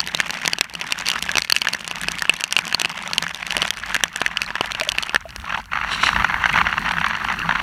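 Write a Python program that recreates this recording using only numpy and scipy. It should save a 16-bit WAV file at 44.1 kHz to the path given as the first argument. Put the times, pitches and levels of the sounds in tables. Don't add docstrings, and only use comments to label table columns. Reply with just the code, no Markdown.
import sys
import numpy as np
from scipy import signal
from scipy.fft import rfft, irfft, next_fast_len
from scipy.io import wavfile
from scipy.ndimage import map_coordinates

SR = 44100
rng = np.random.default_rng(int(sys.argv[2]) if len(sys.argv) > 2 else 0)


def pcm_store(signal):
    levels = np.round(np.clip(np.atleast_2d(signal), -1, 1) * 32767)
    wavfile.write(sys.argv[1], SR, levels.astype(np.int16).T)


N = 336042

# nominal_hz, longest_t60_s, share_of_blow_db
WALL_MODES = [(1720, 0.0085, -2), (2700, 0.0053, 1), (4460, 0.0078, -2)]
# time_s, level_db
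WIND_STRENGTH = [(0.0, -34.5), (0.46, -30.5), (0.72, -43.5), (0.78, -33.5), (1.38, -32), (1.44, -49),
                 (1.72, -33.5), (1.8, -40), (2.12, -31), (2.45, -37.5), (2.57, -35.5), (3.23, -31.5),
                 (3.33, -38.5), (3.63, -26), (3.71, -40), (3.93, -28.5), (4.11, -38), (4.19, -34),
                 (5.15, -33), (5.19, -44), (5.4, -42), (5.47, -29.5), (5.6, -24.5), (5.63, -46),
                 (5.7, -45.5), (5.74, -28), (6.2, -24), (6.49, -24.5), (6.59, -19), (6.66, -24.5),
                 (7.6, -24.5)]
TURN_S = 5.17
ICE_DB_PER_EXPOSURE_DB = 0.38


def amp(db):
    return 10 ** (np.asarray(db) / 20)


def unit(x):
    return x / np.sqrt(np.mean(x ** 2) + 1e-20)


def burst(x):
    energy = np.sum(x ** 2, -1, keepdims=True)
    return x / np.sqrt(energy / (SR * .01) + 1e-20)


def read_curve(rows, times_s):
    return np.interp(times_s, *np.transpose(rows))


def curves(rows):
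    knot_s, *columns = np.transpose(rows)
    return [np.interp(np.arange(N) / SR, knot_s, column) for column in columns]


def wobble(rate_hz):
    knots = rng.standard_normal(int(N * rate_hz / SR) + 4)
    return map_coordinates(knots, [np.arange(N) * rate_hz / SR])


def colour(x, points):
    n = x.shape[-1]
    m = 2 * next_fast_len(n)
    hz, db = np.transpose(points)
    shape_db = np.interp(np.log(np.fft.rfftfreq(m, 1 / SR) + 1), np.log(hz), db)
    cepstrum = irfft(np.log(amp(shape_db)))
    cepstrum[1:m // 2] *= 2
    cepstrum[m // 2 + 1:] = 0
    response = np.exp(rfft(cepstrum))
    return irfft(rfft(x, m) * response)[..., :n]


def noise(points):
    return unit(colour(rng.standard_normal(N), points))


def place(times_s, rows):
    first = np.round(np.asarray(times_s) * SR).astype(int).clip(0)
    index = first[:, None] + np.arange(rows.shape[1])
    return np.bincount(index.ravel(), rows.ravel(), N)[:N]


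def hail(count=26):
    # start_s, level_db, pitch_hz, crack_over_level_db, thud_over_level_db
    big_stones = [(0.0029, -17, 4400, -8.5, -14.5), (0.0739, -28, 1780, -1, -14),
                  (0.1479, -21.5, 3740, -2, -6), (0.202, -15, 1710.0, -6, -10.5),
                  (0.2953, -25.5, 1710, -16, -9), (0.306, -26, 2790.0, 0, -9.5),
                  (0.4518, -23, 2760, -18, -4.5), (0.4589, -27, 4380, 3, -19),
                  (0.4775, -18, 2160.0, 1, -7.5), (0.5332, -17.5, 4470.0, -5, -13.5),
                  (0.5852, -24.5, 2750, -4, -8.5), (0.6102, -17.5, 2750, 2, -8.5),
                  (0.752, -24, 2810.0, -9.5, -24), (0.8125, -28, 2060, -1, -8.5),
                  (0.9228, -20, 2670, -0.5, -10.5), (0.9884, -35.5, 2820, 6, -15),
                  (1.0584, -28, 2900, -6, -19), (1.067, -25, 4480, -3, -20), (1.078, -27, 2510.0, -8, -17),
                  (1.0862, -23.5, 4520.0, 3, -17), (1.101, -21, 3070.0, -2.5, -29),
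                  (1.1159, -21.5, 2840, -7, -13), (1.1364, -31.5, 2800.0, -1, -3),
                  (1.1559, -31.5, 2760, -15, -7), (1.225, -33, 2740, 11, -5),
                  (1.2922, -18.5, 1690, -17, -20), (1.3157, -35.5, 2780, 9.5, -23),
                  (1.3551, -17, 2700.0, -13, -12), (1.3703, -17, 2620.0, -6, -6.5),
                  (1.3826, -15.5, 2200, -2, -8.5), (1.4205, -24.5, 4400, -3, -15),
                  (1.4991, -20, 1780, 0, -26), (1.5228, -8.5, 4500, -7.5, -12),
                  (1.5484, -32, 2810.0, -10, -31), (1.5642, -15, 2780, -7.5, -26),
                  (1.576, -34, 2640.0, -5, -15), (1.6178, -22, 4480.0, 1.5, -20),
                  (1.671, -16, 1710.0, -17, -26), (1.6856, -22, 2840, -3, -11),
                  (1.7345, -23.5, 4400, -4, -11), (1.7482, -22, 1780, -8, -12),
                  (1.8777, -31, 2090.0, 3.5, -3), (1.9124, -24, 2720, -8, -8),
                  (2.0144, -34.5, 2620, 6, -20), (2.0342, -27.5, 1770, -2, -11),
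                  (2.0846, -19.5, 2540, -6.5, -9.5), (2.1178, -39, 1730.0, 13, -14),
                  (2.1932, -31, 4570.0, -1, -19), (2.2215, -19, 1780, -7, -13),
                  (2.2534, -26, 1580, -27, -11), (2.295, -5.5, 2650, -19.5, -29),
                  (2.408, -34, 2700, 7.5, -16), (2.4392, -21.5, 2620.0, 0, -19),
                  (2.525, -24, 2800, 4.5, -28), (2.5656, -10.5, 2710.0, -18, -50),
                  (2.5891, -15, 2470, -7.5, -12.5), (2.6687, -28, 2470, -10, -10),
                  (2.7261, -22.5, 1700.0, -7.5, -12), (2.7462, -13, 4370, -15, -9),
                  (2.7978, -24, 2650, -0.5, -15), (2.8161, -23, 2680.0, 3.5, -7),
                  (2.8481, -17.5, 2720.0, -29, -15), (2.8565, -20.5, 2710.0, -13, -7.5),
                  (3.0756, -33.5, 2770, 4, -15), (3.1333, -23, 4460.0, -5.5, -11),
                  (3.1813, -12.5, 2970, -10, -19), (3.2247, -26, 1720.0, -0.5, -6),
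                  (3.2377, -31.5, 1810, -3, -4), (3.2662, -22, 1690, -25, -18),
                  (3.4285, -26, 2450.0, -20, -16), (3.5069, -22, 2870, -13, -26),
                  (3.5226, -25.5, 1720.0, -0.5, -29), (3.5672, -20, 2840, -2.5, -6),
                  (3.5797, -36.5, 1580.0, 6, 3), (3.6192, -16.5, 3080, -9.5, -18),
                  (3.627, -23.5, 2760, -7, -2.5), (3.7058, -18, 3200, -4, -34),
                  (3.8361, -25, 1720, -30, -21), (3.9447, -21.5, 1690, -1.5, -20),
                  (3.9523, -18, 1670, -13, -18), (3.9642, -24.5, 1910.0, -2, -4.5),
                  (4.0367, -16.5, 1720, 3.5, -10), (4.1603, -26, 1730.0, -0.5, -13),
                  (4.2162, -20.5, 1640, -16.5, 0), (4.2628, -15, 1820, -11.5, -22),
                  (4.3715, -17.5, 2900, -13, -20), (4.4181, -18.5, 2590, -8.5, -15),
                  (4.505, -25.5, 1690, -30, -12), (4.5548, -21, 1790.0, -17, -10),
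                  (4.6097, -20, 2850, -13, 3.5), (4.7493, -25, 2780, -13, -11), (4.7986, -27, 1730, 1, -11),
                  (4.8111, -18, 2530, -11, -8), (4.8898, -19.5, 3280, -1.5, -28),
                  (4.919, -27, 2970, 0, -30), (4.9841, -17, 2680, -11, -15.5),
                  (5.026, -28.5, 4270, -0.5, -7.5), (5.0335, -22.5, 3120, -11, -20),
                  (5.0945, -24.5, 2670, -12, -14), (5.146, -16.5, 1630, -10, -8),
                  (5.1599, -12.5, 1690, -30, -10.5), (5.3613, -36, 1760, 3.5, -1)]
    small_db, small_spread_db, small_hz = -32, 2, 2490
    small_crack_db, small_thud_db = -4, -15
    start_s = rng.uniform(0, TURN_S, count)
    size, spot, crack, thud = rng.standard_normal((count, 4)).clip(-1.6, 1.6).T
    level_db = small_db + small_spread_db * size + ICE_DB_PER_EXPOSURE_DB * exposure_db(start_s)
    pitch_hz = small_hz * np.exp(0.305 * spot)
    lesser = stones(start_s, level_db, pitch_hz, small_crack_db + 4 * crack, small_thud_db + 4 * thud)
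    return stones(*np.transpose(big_stones)) + lesser


def stones(start_s, level_db, pitch_hz, crack_db, thud_db):
    glance_db_per_oct = 7.5
    spill_db_per_db = 0.26
    mode_hz, _, share_db = np.transpose(WALL_MODES)
    ratio = pitch_hz[:, None] / mode_hz
    octaves = np.abs(np.log2(ratio))
    nearest = octaves == octaves.min(1, keepdims=True)
    spill_db = spill_db_per_db * np.maximum(crack_db, thud_db)[:, None]
    other_db = np.minimum(share_db + spill_db - glance_db_per_oct * octaves, 0)
    mode_db = np.where(nearest, 0, other_db)
    levels_db = level_db[:, None] + np.column_stack([thud_db, mode_db, crack_db])
    bend = np.where(nearest, ratio, 1).T[:, :, None]
    blows = strikes(levels_db, detune=.01, crack_t60_s=0.0045, contact_s=0.00039, bend=bend)
    return place(start_s, blows)


def strikes(levels_db, detune, crack_t60_s, contact_s, bend=(1, 1, 1), length=512):
    # hz, level_db
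    thud_shape = [(20, -36), (120, -1), (400, 0.5), (1000, 4.5), (1500, -4.5), (3000, -14.5), (8000, -45)]
    # hz, level_db
    crack_shape = [(200, -23), (1500, -11.5), (3300, 2.5), (5000, -5), (5700, 3.5), (7200, -7),
                   (8400, -6.5), (11000, -12.5), (15000, -21.5), (17000, -99)]
    t = np.arange(length) / SR
    thud_db, *mode_db, crack_db = np.transpose(levels_db)[:, :, None]
    push = burst(colour(1.0 * (t == 0), thud_shape))
    rise = 1 - np.exp(-t / contact_s)
    grit = rng.standard_normal((len(levels_db), length)) * amp(-60 * t / crack_t60_s) * rise
    out = amp(thud_db) * push + amp(crack_db) * burst(colour(grit, crack_shape))
    strongest_db = levels_db.max(1, keepdims=True)
    for (hz, t60_s, _), db, bent in zip(WALL_MODES, mode_db, bend):
        life_s = t60_s * np.clip(amp(0.95 * (db - strongest_db)), .35, 1)
        pitch, side = rng.standard_normal((2, len(levels_db), 1))
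        mode_hz = hz * bent * (1 + detune * pitch)
        ring = np.sin(2 * np.pi * mode_hz * t) * amp(-60 * t / life_s)
        out += amp(db) * np.sign(side) * burst(ring * rise)
    return out


def exposure_db(times_s):
    # time_s, level_db
    shower = [(0, -4), (0.45, 2.5), (0.68, -8.5), (1.15, 4), (1.6, 2.5), (2.6, 1), (3.4, -2.5), (4.2, -7.5),
              (5.12, 0.5), (5.25, -4), (5.8, -23), (6.5, 3.5), (7.62, -2)]
    shelter_db = -9
    return read_curve(shower, times_s) + shelter_db * (times_s > TURN_S)


def pellets(count=180):
    # thud_db, low_mode_db, middle_mode_db, high_mode_db, crack_db
    pellet_mix = [-10, -11, 1.5, -4, 0.5]
    pellet_db, spread_db = -41.5, 4
    start_s = rng.uniform(0, N / SR, count)
    size = rng.standard_normal(count).clip(-1.8, 1.8)
    level_db = pellet_db + spread_db * size + ICE_DB_PER_EXPOSURE_DB * exposure_db(start_s)
    levels_db = level_db[:, None] + pellet_mix + 2.46 * rng.standard_normal((count, 5))
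    return place(start_s, strikes(levels_db, detune=0.073, crack_t60_s=0.0024, contact_s=0.000085))


def drops(count=1000):
    rain_db = -42.5
    start_s = rng.uniform(0, N / SR, count)
    size_db = 5 * rng.standard_normal((count, 1)).clip(-2, 1.4)
    mix_db = 7.4 * rng.standard_normal((count, 5)).clip(-1.6, 1.6)
    levels_db = size_db + [-7.0, -2.0, 2.5, -5.0, 0.0] + mix_db
    blows = strikes(levels_db, detune=0.053, crack_t60_s=0.0038, contact_s=0.00047)
    return unit(place(start_s, blows)) * amp(rain_db + exposure_db(np.arange(N) / SR))


def scatter(x, t60_s, wet_db, count=6):
    # hz, level_db
    blur_shape = [(200, -2.5), (1000, 3.5), (3000, 3), (5000, -12), (12000, -14.5)]
    t = np.arange(SR // 16) / SR
    decay = amp(-60 * t / t60_s) * (t > .002)
    tails = colour(rng.standard_normal((count, len(t))) * decay, blur_shape)
    tails /= np.linalg.norm(tails, axis=1, keepdims=True)
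    pose = np.arange(N) // (SR // 8) % count
    blur = sum(signal.oaconvolve(x * (pose == k), tails[k])[:N] for k in range(count))
    return amp(wet_db) * blur


def knocks():
    # start_s, level_db, pitch_hz
    knock_rows = [(1.309, -29, 594), (3.059, -31, 584), (3.574, -22.5, 600), (4.816, -16, 635),
                  (4.873, -21, 603), (5.254, -22, 660)]
    t = np.arange(SR // 8) / SR
    start_s, level_db, pitch_hz = np.transpose(knock_rows)[:, :, None]
    ring = np.sin(2 * np.pi * pitch_hz * t) * (1 - np.exp(-t / 0.001))
    return place(start_s[:, 0], amp(level_db - 60 * t / 0.052) * ring)


def pats(count=1100):
    over_wind_db = -5
    t = np.arange(SR // 40) / SR
    pitch, size = rng.standard_normal((2, count, 1)).clip(-1.7, 1.7)
    pitch_hz = 1550 * np.exp(.33 * pitch)
    envelope = amp(-60 * t / 0.013) * (1 - np.exp(-t / 0.00097))
    ring = np.sin(2 * np.pi * pitch_hz * t) * envelope
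    patter = place(rng.uniform(0, N / SR, count), amp(3.5 * size) * ring)
    return amp(curves(WIND_STRENGTH)[0] + over_wind_db) * unit(patter)


def cloth():
    # hz, level_db
    slack_shape = [(100, -17), (430, -25), (600, -8), (900, -2), (1250, -4), (1700, 1), (2200, -0.5),
                   (2750, -4.5), (3500, -7), (4400, -23), (5200, -16), (15000, -41)]
    # hz, level_db
    taut_shape = [(100, -13.5), (430, -32.5), (620, -14), (920, -1.5), (1450, 1), (2000, -1.5), (2400, -8),
                  (2750, -5.5), (3700, -19.5), (4400, -21.5), (5000, -37), (5800, -23), (7500, -44),
                  (15000, -53)]
    over_wind_db = -1.5
    puffs = unit(amp(2.3 * wobble(30) + 4.7 * wobble(170) + 3.9 * wobble(480)))
    flutter = amp(curves(WIND_STRENGTH)[0] + over_wind_db) * puffs
    taut = np.interp(np.arange(N) / SR, [3.2, 4.6, 5.75], [.1, .5, .98]).clip(0, 1)
    air = np.hypot(flutter, flaps()) * rng.standard_normal(N)
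    slack_cloth = unit(colour(air, slack_shape)) * np.std(air)
    taut_cloth = unit(colour(air, taut_shape)) * np.std(air)
    return (1 - taut) * slack_cloth + taut * taut_cloth


def flaps(count=60):
    # peak_s, level_db
    hard_flaps = [(5.445, -25), (5.546, -17.5), (5.577, -27), (5.72, -21.5), (5.734, -13), (5.756, -16),
                  (5.773, -15), (5.814, -17.5), (5.865, -22), (5.917, -16), (6.036, -8), (6.069, -13.5),
                  (6.163, -9), (6.222, -15), (6.246, -7), (6.299, -16), (6.44, -10.5), (6.458, -6.5),
                  (6.497, -12), (6.547, -23), (6.566, -12.5), (6.587, -10), (6.61, -16), (6.669, -10.5),
                  (6.728, -13.5), (6.78, -13), (6.911, -9.5), (6.937, -17), (6.984, -14.5), (7.012, -18),
                  (7.044, -13.5), (7.065, -10), (7.249, -13), (7.286, -13), (7.492, -8.5), (7.51, -13),
                  (7.557, -13), (7.6, -14)]
    rise_s, light_over_wind_db, light_spread_db = .0016, 8.5, 2.2
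    times_s = rng.uniform(0, N / SR, count)
    size = rng.standard_normal(count).clip(-1.6, 1.6)
    light_db = read_curve(WIND_STRENGTH, times_s) + light_over_wind_db + light_spread_db * size
    peak_s, level_db = np.vstack([hard_flaps, np.column_stack([times_s, light_db])]).T
    u = np.arange(SR // 30) / SR / rise_s
    return place(peak_s - rise_s, amp(level_db[:, None]) * u * np.exp(1 - u))


def sleeve():
    # peak_s, level_db
    strokes = [(5.93, -23.5), (6.044, -19)]
    # hz, level_db
    rub_shape = [(800, -11), (2200, 0.5), (2800, 5), (3350, -3), (3950, 3.5), (4500, -5), (5100, -16),
                 (5600, -4), (6400, -15), (7800, -15), (8700, -24), (9700, -17), (11500, -32), (15500, -40)]
    rise_db_per_s, fall_db_per_s = 360, 190
    peak_s, level_db = np.transpose(strokes)[:, :, None]
    t = np.arange(N) / SR - peak_s
    stroke_db = level_db + np.minimum(rise_db_per_s * t, -fall_db_per_s * t)
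    rub_db = np.max(stroke_db, axis=0)
    return amp(rub_db + 2.5 * wobble(250)) * noise(rub_shape)


def gust_db():
    breeze_db = -33
    return curves(WIND_STRENGTH)[0] - breeze_db


def wind():
    # time_s, buffet_db, boom_in_breeze_db
    rumble = [(0.0, -52, -44), (0.88, -56, -44.5), (1.22, -46, -42.5), (1.7, -55, -42.5),
              (2.14, -46.5, -44), (2.43, -56, -45.5), (2.71, -56.5, -42.5), (3.89, -45.5, -49),
              (4.07, -54, -48), (4.97, -45.5, -48.5), (5.59, -44.5, -49), (6.15, -35.5, -45),
              (7.26, -41, -46), (7.6, -40.5, -45)]
    # hz, level_db
    buffet_shape = [(15, -27), (33, -23), (43, -9.5), (49, 5), (56, -2.5), (80, -5), (120, -11), (200, -17),
                    (500, -43)]
    # hz, level_db
    boom_shape = [(70, -30), (150, -6), (168, 4), (186, -3.5), (218, -1), (260, -12), (420, -18.5),
                  (900, -43.5)]
    boom_db_per_gust_db = 0.86
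    buffet_db, boom_db = curves(rumble)
    eddies_db = 1.75 * wobble(15)
    buffet = amp(buffet_db + eddies_db) * noise(buffet_shape)
    boom = amp(boom_db + boom_db_per_gust_db * gust_db() + eddies_db) * noise(boom_shape)
    return buffet + boom


def spray():
    # hz, level_db
    spray_shape = [(300, -25), (1000, -12), (2700, 16), (3600, 6), (4400, 12), (5050, -5.5), (5750, 3.5),
                   (7200, -8), (8300, -16), (11000, -14.5), (13500, -29), (15300, -28), (16000, -40)]
    breeze_hiss_db, hiss_db_per_gust_db = -51.5, 1
    hiss_db = breeze_hiss_db + hiss_db_per_gust_db * gust_db() + 0.53 * wobble(40)
    return amp(hiss_db) * noise(spray_shape)


def scene():
    impacts = hail() + pellets() + drops()
    blur = scatter(impacts, t60_s=0.015, wet_db=-18.0)
    body = knocks() + pats() + cloth() + sleeve()
    return (impacts + blur + body + spray() + wind())[None]


def record(dry):
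    top_hz = 16400
    clipped = dry / (1 + np.abs(dry) ** 8) ** (1 / 8)
    hz = np.fft.rfftfreq(N, 1 / SR)
    rolloff = amp(np.interp(hz, [14500, top_hz], [0, -10])) * (hz < top_hz)
    return irfft(rfft(clipped) * rolloff, N)


dry = scene()
out = record(dry)
pcm_store(out)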